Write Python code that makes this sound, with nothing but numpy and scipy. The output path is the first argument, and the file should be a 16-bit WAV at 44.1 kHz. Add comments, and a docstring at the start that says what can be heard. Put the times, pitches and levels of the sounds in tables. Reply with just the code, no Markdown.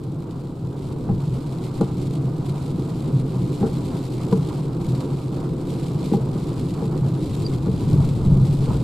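"""Electric car in heavy rain

Heard from inside: gathering speed on a smooth wet street, then slower on a coarse road.
The tyres rumble through the body and make the cabin boom; flurries of drops patter on windscreen
and roof. The wipers thump as they set off and turn back, and their rubber squeaks on the glass."""
import sys
import numpy as np
from scipy import signal
from scipy.fft import rfft, irfft, next_fast_len
from scipy.io import wavfile
from scipy.ndimage import uniform_filter1d

SR = 44100
rng = np.random.default_rng(int(sys.argv[2]) if len(sys.argv) > 2 else 0)


def master(y):
    """Save y as 16-bit WAV."""
    cut = np.clip(np.atleast_2d(y).T, -1, 1)
    pcm = np.round(cut * 32767)  # scale
    wavfile.write(sys.argv[1], SR, pcm.astype(np.int16))


N = 389403
TIME_S = np.arange(N) / SR

# drops on glass, spectrum: f/Hz, relative level/dB
GLASS_SPECTRUM = [(900, -22), (1700, -10), (2200, -2), (2900, -2), (4100, 2), (4900, -2.5), (6000, -9),
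                  (6700, -7), (7700, -3.5), (9200, -10), (11000, -12), (13000, -15.5), (15700, -31)]
# likeness of the two ears: f/Hz, coherence
ROAD_COHERENCE = [(30, .994), (140, .987), (280, .94), (500, .78), (1000, .62), (2000, .65)]
RAIN_COHERENCE = [(2000, 0.73), (4200, 0.73), (6000, 0.66), (7800, 0.4), (9500, -0.43), (12000, 0.32),
                  (15000, .2)]
# lean between the ears: f/Hz, left minus right/dB
ROAD_BALANCE = [(140, 1.5), (280, -0.6), (1000, -2.5), (2000, -.5)]
RAIN_BALANCE = [(2000, 0.7), (8000, -0.6), (10000, 0), (13000, -3.5)]
# wipers setting off: t/s, strength/dB, hardness/Hz
WIPER_STARTS = [(1.095, -4.5, 700), (3.634, 0.5, 850), (6.141, 3, 950)]


def road(shudder_waver_db=2.0, boom_waver_db=2.06):
    """Asphalt shakes the body and drives the cabin's air resonance; both swell and dip briefly."""
    # body vibration: f/Hz, relative level/dB
    shudder_spectrum = [(12, 7), (24, -53), (38, -8), (51, 2), (63, 7), (80, 4), (100, 10.5), (135, 12.5)]
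    shudder_db = driven_db(-35, doubling_db=5.9, coarse_db=17.3) + jolt_db(0)
    shudder_db += shudder_waver_db * drift(17)
    boom_db = driven_db(-26.5, doubling_db=13.5, coarse_db=11) + jolt_db(1)
    boom_db += boom_waver_db * drift(7.3)
    shudder = coloured(noise_pair(), shudder_spectrum, ROAD_COHERENCE, ROAD_BALANCE)
    shudder = evened(shudder, window_s=0.082)
    boom = ring(rng.standard_normal(N), hz=132.2, t60_s=0.18)
    boom = ring(boom, hz=172.3, t60_s=0.065)
    boom = evened(high_pass(boom, hz=134), window_s=0.092)
    return from_db(shudder_db) * shudder + from_db(boom_db) * boom


def tyres(drone_waver_db=1.4, roar_waver_db=1.66, spray_db=-74.5):
    """The tread drones through the panels, roars on the water film and throws up hissing spray."""
    # spectra: f/Hz, relative level/dB
    drone_spectrum = [(150, -7.5), (195, -1.5), (235, -1.5), (262, 1.5), (310, 1.5), (380, -2), (412, -7),
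                      (438, -5), (475, -9), (530, -10.5), (620, -25.5)]
    roar_spectrum = [(400, -4), (560, 0), (665, 4), (740, 1.5), (810, 4), (880, 0.5), (970, 3.5),
                     (1040, -0.5), (1200, -2), (1450, -8.5), (1750, -19.5), (3000, -27)]
    spray_spectrum = [(5000, -14), (8000, -20), (11000, 1), (13500, 0), (15600, 4)]
    drone_db = driven_db(-30, doubling_db=8.6, coarse_db=5.7) + drone_waver_db * drift(8)
    drone = coloured(noise_pair(), drone_spectrum, ROAD_COHERENCE, ROAD_BALANCE)
    roar_db = driven_db(-43.5, doubling_db=8.1, coarse_db=4.76) + jolt_db(2)
    roar_db += roar_waver_db * drift(8.1)
    roar = coloured(noise_pair(), roar_spectrum, ROAD_COHERENCE, ROAD_BALANCE)
    spray = coloured(noise_pair(), spray_spectrum, RAIN_COHERENCE, RAIN_BALANCE)
    return from_db(drone_db) * drone + from_db(roar_db) * roar + from_db(spray_db) * spray


def rain(flutter_db=1.5, mist_power=0.4, split_hz=6000, ticks_db=-2.0):
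    """Drops hit the glass as noise bursts over a steady mist; the finest tick highest."""
    flutter = from_db(flutter_db * np.clip(drift(32), -2, 2))
    large_power = spatter(per_s=310, size_db=2.5, t60_s=0.019) + mist_power
    medium_power = spatter(per_s=1100, size_db=-1.5, t60_s=0.0096)
    fine_power = spatter(per_s=1900, size_db=-3.0, t60_s=0.0012)
    low_pass = signal.butter(2, split_hz, fs=SR, output="sos")
    medium = signal.sosfilt(low_pass, np.sqrt(medium_power) * noise_pair())
    fine = high_pass(np.sqrt(fine_power) * noise_pair(), split_hz)
    large = np.sqrt(large_power) * noise_pair()
    hits = flutter * (large + from_db(ticks_db) * (medium + fine))
    patter = coloured(hits, GLASS_SPECTRUM, RAIN_COHERENCE, RAIN_BALANCE)
    return rainfall() * evened(patter, window_s=0.15)


def spatter(per_s, size_db, t60_s):
    """Power of randomly landing drops of uneven size, each dying away; mean 1."""
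    lands = rng.random(N) < per_s / SR
    drop_db = size_db * np.minimum(rng.exponential(1, N), 3.5)
    decay = from_db(-60 / (t60_s * SR)) ** 2
    power = signal.lfilter([1], [1, -decay], lands * from_db(drop_db) ** 2 + 1e-18)
    return power / power.mean()


def rainfall(attack_s=0.02, release_s=0.05):
    """Patter gain: the car drives into steady rain, with flurries on top."""
    # flurries on the glass: start/s, length/s, level/dB
    flurries = [(0.307, 0.11, -59), (0.772, 0.13, -54.5), (1.198, 0.35, -54.5), (1.574, 0.31, -52.5),
                (1.95, 0.2, -51), (2.428, .28, -52), (2.79, 0.38, -53.5), (3.258, 0.22, -54),
                (3.49, 0.76, -50), (4.277, 0.32, -50), (4.804, 0.23, -50.5), (5.118, 0.093, -51),
                (5.325, 0.052, -51), (5.659, 0.25, -49), (5.982, 0.17, -48), (6.326, 0.5, -51.5),
                (7.2, .34, -49), (7.714, 0.4, -51), (8.445, 0.44, -49.7)]
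    power = from_db(driven_db(-53.5, doubling_db=9.6, coarse_db=9.8)) ** 2
    for start_s, length_s, db in flurries:
        attack = np.clip((TIME_S - start_s) / attack_s + 0.5, 0, 1)
        release = np.exp(-np.clip((TIME_S - start_s - length_s) / release_s, 0, 20))
        power += (from_db(db) * attack * release) ** 2
    return np.sqrt(power)


def splashes(decay_s=0.0091, gain_db=-12):
    """A big drop bursts on the glass into a brief spray of droplets."""
    # big drops: t/s, relative level/dB
    big_drops = [(1.6382, -32), (1.8095, -27.5), (2.4942, -32.5), (3.9514, -34), (4.326, -27), (4.949, -31),
                 (5.0067, -29), (6.0576, -29), (6.136, -30), (6.5956, -31), (7.3647, -33), (7.42, -29)]
    envelope = np.zeros(N)
    for at_s, db in big_drops:
        start = int(at_s * SR)
        decay = np.exp(-np.minimum(TIME_S[:N - start] / decay_s, 20))
        envelope[start:] += from_db(db + gain_db) * decay
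    return envelope * coloured(noise_pair(), GLASS_SPECTRUM, RAIN_COHERENCE, RAIN_BALANCE)


def wiper_thumps(spread_db=3.5):
    """Linkage blows ring the panel under the windscreen; soft blows leave the high modes quiet."""
    # panel modes: f/Hz, relative level/dB, t60/s
    panel_modes = [(190, -13.5, .15), (232, -19, .09), (305, -24, .08), (372, -19, .1), (445, -16.5, .14),
                   (560, -28, .06), (720, -33, .06), (825, -29.5, .07), (962, -28.5, .06),
                   (1180, -31.5, .06), (1420, -35, .05), (1852, -44, .03)]
    at_s, strength_db, hardness_hz = np.transpose(linkage_blows())
    scatter_db = spread_db * rng.standard_normal((len(at_s), len(panel_modes)))
    panel = np.zeros(N)
    for k, (hz, db, t60_s) in enumerate(panel_modes):
        force = from_db(strength_db + db + scatter_db[:, k])
        blows = np.zeros(N)
        blows[(at_s * SR).astype(int)] = force / (1 + (hz / hardness_hz) ** 4)
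        panel += (-1) ** k * ring(blows, hz, t60_s)
    return cabin(high_pass(panel, hz=129), t60_s=0.059, wet_db=-10.5)


def linkage_blows(touch_lead_s=0.00604, touch_hardness=0.47, rebound_s=0.0172, rebound_hardness=0.57):
    """Slack linkage clatters under load, arms knock; rows of t/s, strength/dB, hardness/Hz."""
    # clatter at each start: delay/s, relative strength/dB, hardness ratio
    clatter = [(-.024, 2, 0.4), (-.008, -7.5, 0.39), (0, 0.5, 0.58), (.0045, -12.5, 1), (.029, -7, .55)]
    # arms turning back or jolted: t/s, strength/dB, hardness/Hz, first touch/dB, rebound/dB
    knocks = [(1.81, 2, 1500, -8.5, -1.5), (4.3264, -0.5, 1410, -5, -12), (6.353, -8.5, 800, -12, -10),
              (6.823, -9.5, 1200, -6, -18), (7.665, -5.5, 1110, -8, 3.5), (8.678, -7, 1300, -10, -6),
              (8.704, -8, 1520, -16, -13), (8.748, -10, 1500, -13, -11)]
    blows = []
    for at_s, db, hz in WIPER_STARTS:
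        blows += [(at_s + delay_s, db + blow_db, hz * ratio) for delay_s, blow_db, ratio in clatter]
    for at_s, db, hz, touch_db, rebound_db in knocks:
        touch = (at_s - touch_lead_s, db + touch_db, hz * touch_hardness)
        rebound = (at_s + rebound_s, db + rebound_db, hz * rebound_hardness)
        blows += [touch, (at_s, db, hz), rebound]
    return blows


def blade_snaps(lead_s=0.00483, gain_db=-22):
    """At each start the rubber blade snaps free of the glass and rings briefly."""
    snaps = np.zeros(N)
    for at_s, db, _ in WIPER_STARTS:
        snaps[int((at_s - lead_s) * SR)] = from_db(db + gain_db)
    return high_pass(ring(snaps, hz=806, t60_s=0.093), hz=500)


def wiper_squeaks():
    """The rubber lip sticks and slips in short chirps of unsteady pitch."""
    # chirps: peak t/s, f/Hz, level/dB, half length/s, relative pitch waver
    squeaks = [(1.666, 2090, -56, 0.035, .05), (4.2, 2100, -52, 0.034, 0.12), (6.1, 2070, -60, .03, 0.066),
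               (7.536, 2100, -48, 0.0046, 0.036), (7.454, 4780, -37, 0.0058, .012),
               (7.466, 4660, -25.5, 0.0025, 0.0122)]
    wander_s = np.cumsum(drift(122)) / SR
    chirps = np.zeros(N)
    for at_s, hz, db, half_s, waver in squeaks:
        tone = np.sin(2 * np.pi * hz * (TIME_S + waver * wander_s))
        chirps += from_db(db) * swell(at_s, half_s) * tone
    return cabin(chirps, t60_s=0.05, wet_db=-9)


def cabin(x, t60_s, wet_db):
    """Dense reflections, different at each ear, that the seats soak up quickly."""
    t = TIME_S[:SR // 5]
    tail = rng.standard_normal((2, len(t))) * from_db(-60 * t / t60_s)
    tail *= from_db(wet_db) / np.sqrt(np.sum(tail ** 2, axis=1, keepdims=True))
    return x + signal.fftconvolve(np.atleast_2d(x), tail, axes=1)[:, :N]


def driven_db(cruise_db, doubling_db, coarse_db, cruise_kmh=50):
    """Level that rises with each doubling of speed and with road coarseness."""
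    # the drive: t/s, speed/(km/h)
    speed_curve = [(0.0, 37.2), (0.5, 34), (1.3, 44.7), (2.7, 47.7), (3.7, 51), (5.2, 47.3), (7.05, 52.8),
                   (7.5, 34.2), (8.83, 36.9)]
    # smooth street to coarse, waterlogged road: t/s, coarseness 0-1
    surface_curve = [(0.0, 0), (6.9, 0.06), (7.45, 0.61), (7.9, 0.9), (8.83, 0.75)]
    speed_kmh = np.interp(TIME_S, *np.transpose(speed_curve))
    coarseness = np.interp(TIME_S, *np.transpose(surface_curve))
    return cruise_db + doubling_db * np.log2(speed_kmh / cruise_kmh) + coarse_db * coarseness


def jolt_db(column):
    """Brief swells and dips from road bumps and wiper thumps; column 0 shudder, 1 boom, 2 roar."""
    # swells and dips: middle t/s, half length/s, shudder/dB, boom/dB, roar/dB
    jolts = [(0.67, 0.061, 5, 7, 0.5), (1.126, 0.048, 16.5, 4, -0.5), (1.278, 0.11, 2, 6.5, 0),
             (1.83, 0.026, 5, 6.5, 3), (2.284, .1, -7, 5.5, 1), (2.522, .06, 3, 2.5, 1),
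             (3.184, 0.075, 2, 7, 0.5), (3.433, 0.036, -5, 5.5, -3), (3.634, 0.049, 9, 3, 6.5),
             (4.938, 0.053, 3, 6.5, 2), (6.95, 0.46, 0.5, 0, -0.5), (7.34, .06, 1.5, -5, -2),
             (7.977, .11, 3.5, 10, 5), (8.348, 0.086, 9, 10.5, 1), (8.723, 0.072, 2.5, 1, 8.5)]
    return sum(change_db[column] * swell(at_s, half_s) for at_s, half_s, *change_db in jolts)


def coloured(pair, spectrum, coherence, balance):
    """Two unrelated signals to stereo of given colour, width and lean; mid rms 1."""
    size = next_fast_len(N)
    hz = np.arange(size // 2 + 1) * SR / size
    roll_off = np.maximum(hz / spectrum[-1][0], 1) ** -3
    mid, side = rfft(pair, size) * from_db(at_hz(spectrum, hz)) * roll_off
    alike = np.clip(at_hz(coherence, hz), -0.9, 0.999)
    side *= np.sqrt((1 - alike) / (1 + alike))
    lean = from_db(at_hz(balance, hz) / 2)
    ears = irfft(np.array([(mid + side) * lean, (mid - side) / lean]), size)[:, :N]
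    return ears / np.std(ears.mean(axis=0))


def evened(x, window_s):
    """Hold noise power steady over the window."""
    power = np.mean(np.atleast_2d(x) ** 2, axis=0)
    power = uniform_filter1d(power, int(window_s * SR))
    return x / np.sqrt(np.abs(power) + 1e-9)


def ring(clicks, hz, t60_s):
    """One mode: a unit click rings a decaying unit sine."""
    r = from_db(-60 / (t60_s * SR))
    w = 2 * np.pi * hz / SR
    return signal.lfilter([0, np.sin(w)], [1, -2 * r * np.cos(w), r * r], clicks + 1e-18)


def drift(rate_hz):
    """Slow random wander, rms 1."""
    hop, settle = 20, 4000
    r = np.exp(-2 * np.pi * rate_hz * hop / SR)
    noise = rng.standard_normal(N // hop + settle + 2)
    slow = signal.lfilter([1], [1, -2 * r, r * r], noise)[settle:]
    slow /= np.sqrt(np.mean(slow ** 2))
    return np.interp(np.arange(N) / hop, np.arange(len(slow)), slow)


def swell(at_s, half_s):
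    """Gaussian envelope, peak 1."""
    return np.exp(-np.minimum(((TIME_S - at_s) / half_s) ** 2, 20))


def noise_pair():
    """Two unrelated white noises."""
    return rng.standard_normal((2, N))


def high_pass(x, hz):
    """Second-order bass cut."""
    return signal.sosfilt(signal.butter(2, hz, "high", fs=SR, output="sos"), x)


def at_hz(points, hz):
    """Read a table on a log-frequency axis."""
    known_hz, values = np.transpose(points)
    return np.interp(np.log(hz + 1), np.log(known_hz), values)


def from_db(db):
    """Decibels to gain."""
    return 10 ** (np.asarray(db) / 20)


def scene():
    """Everything as heard from the driver's seat."""
    return road() + tyres() + rain() + splashes() + wiper_thumps() + blade_snaps() + wiper_squeaks()


def record(dry):
    """Round the highest peaks and cut the top steeply."""
    ceiling, cutoff_hz = 0.62, 15600
    rounded = dry / (1 + (dry / ceiling) ** 6) ** (1 / 6)
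    return signal.sosfilt(signal.ellip(12, 0.1, 90, cutoff_hz, fs=SR, output="sos"), rounded)


dry = scene()
out = record(dry)
master(out)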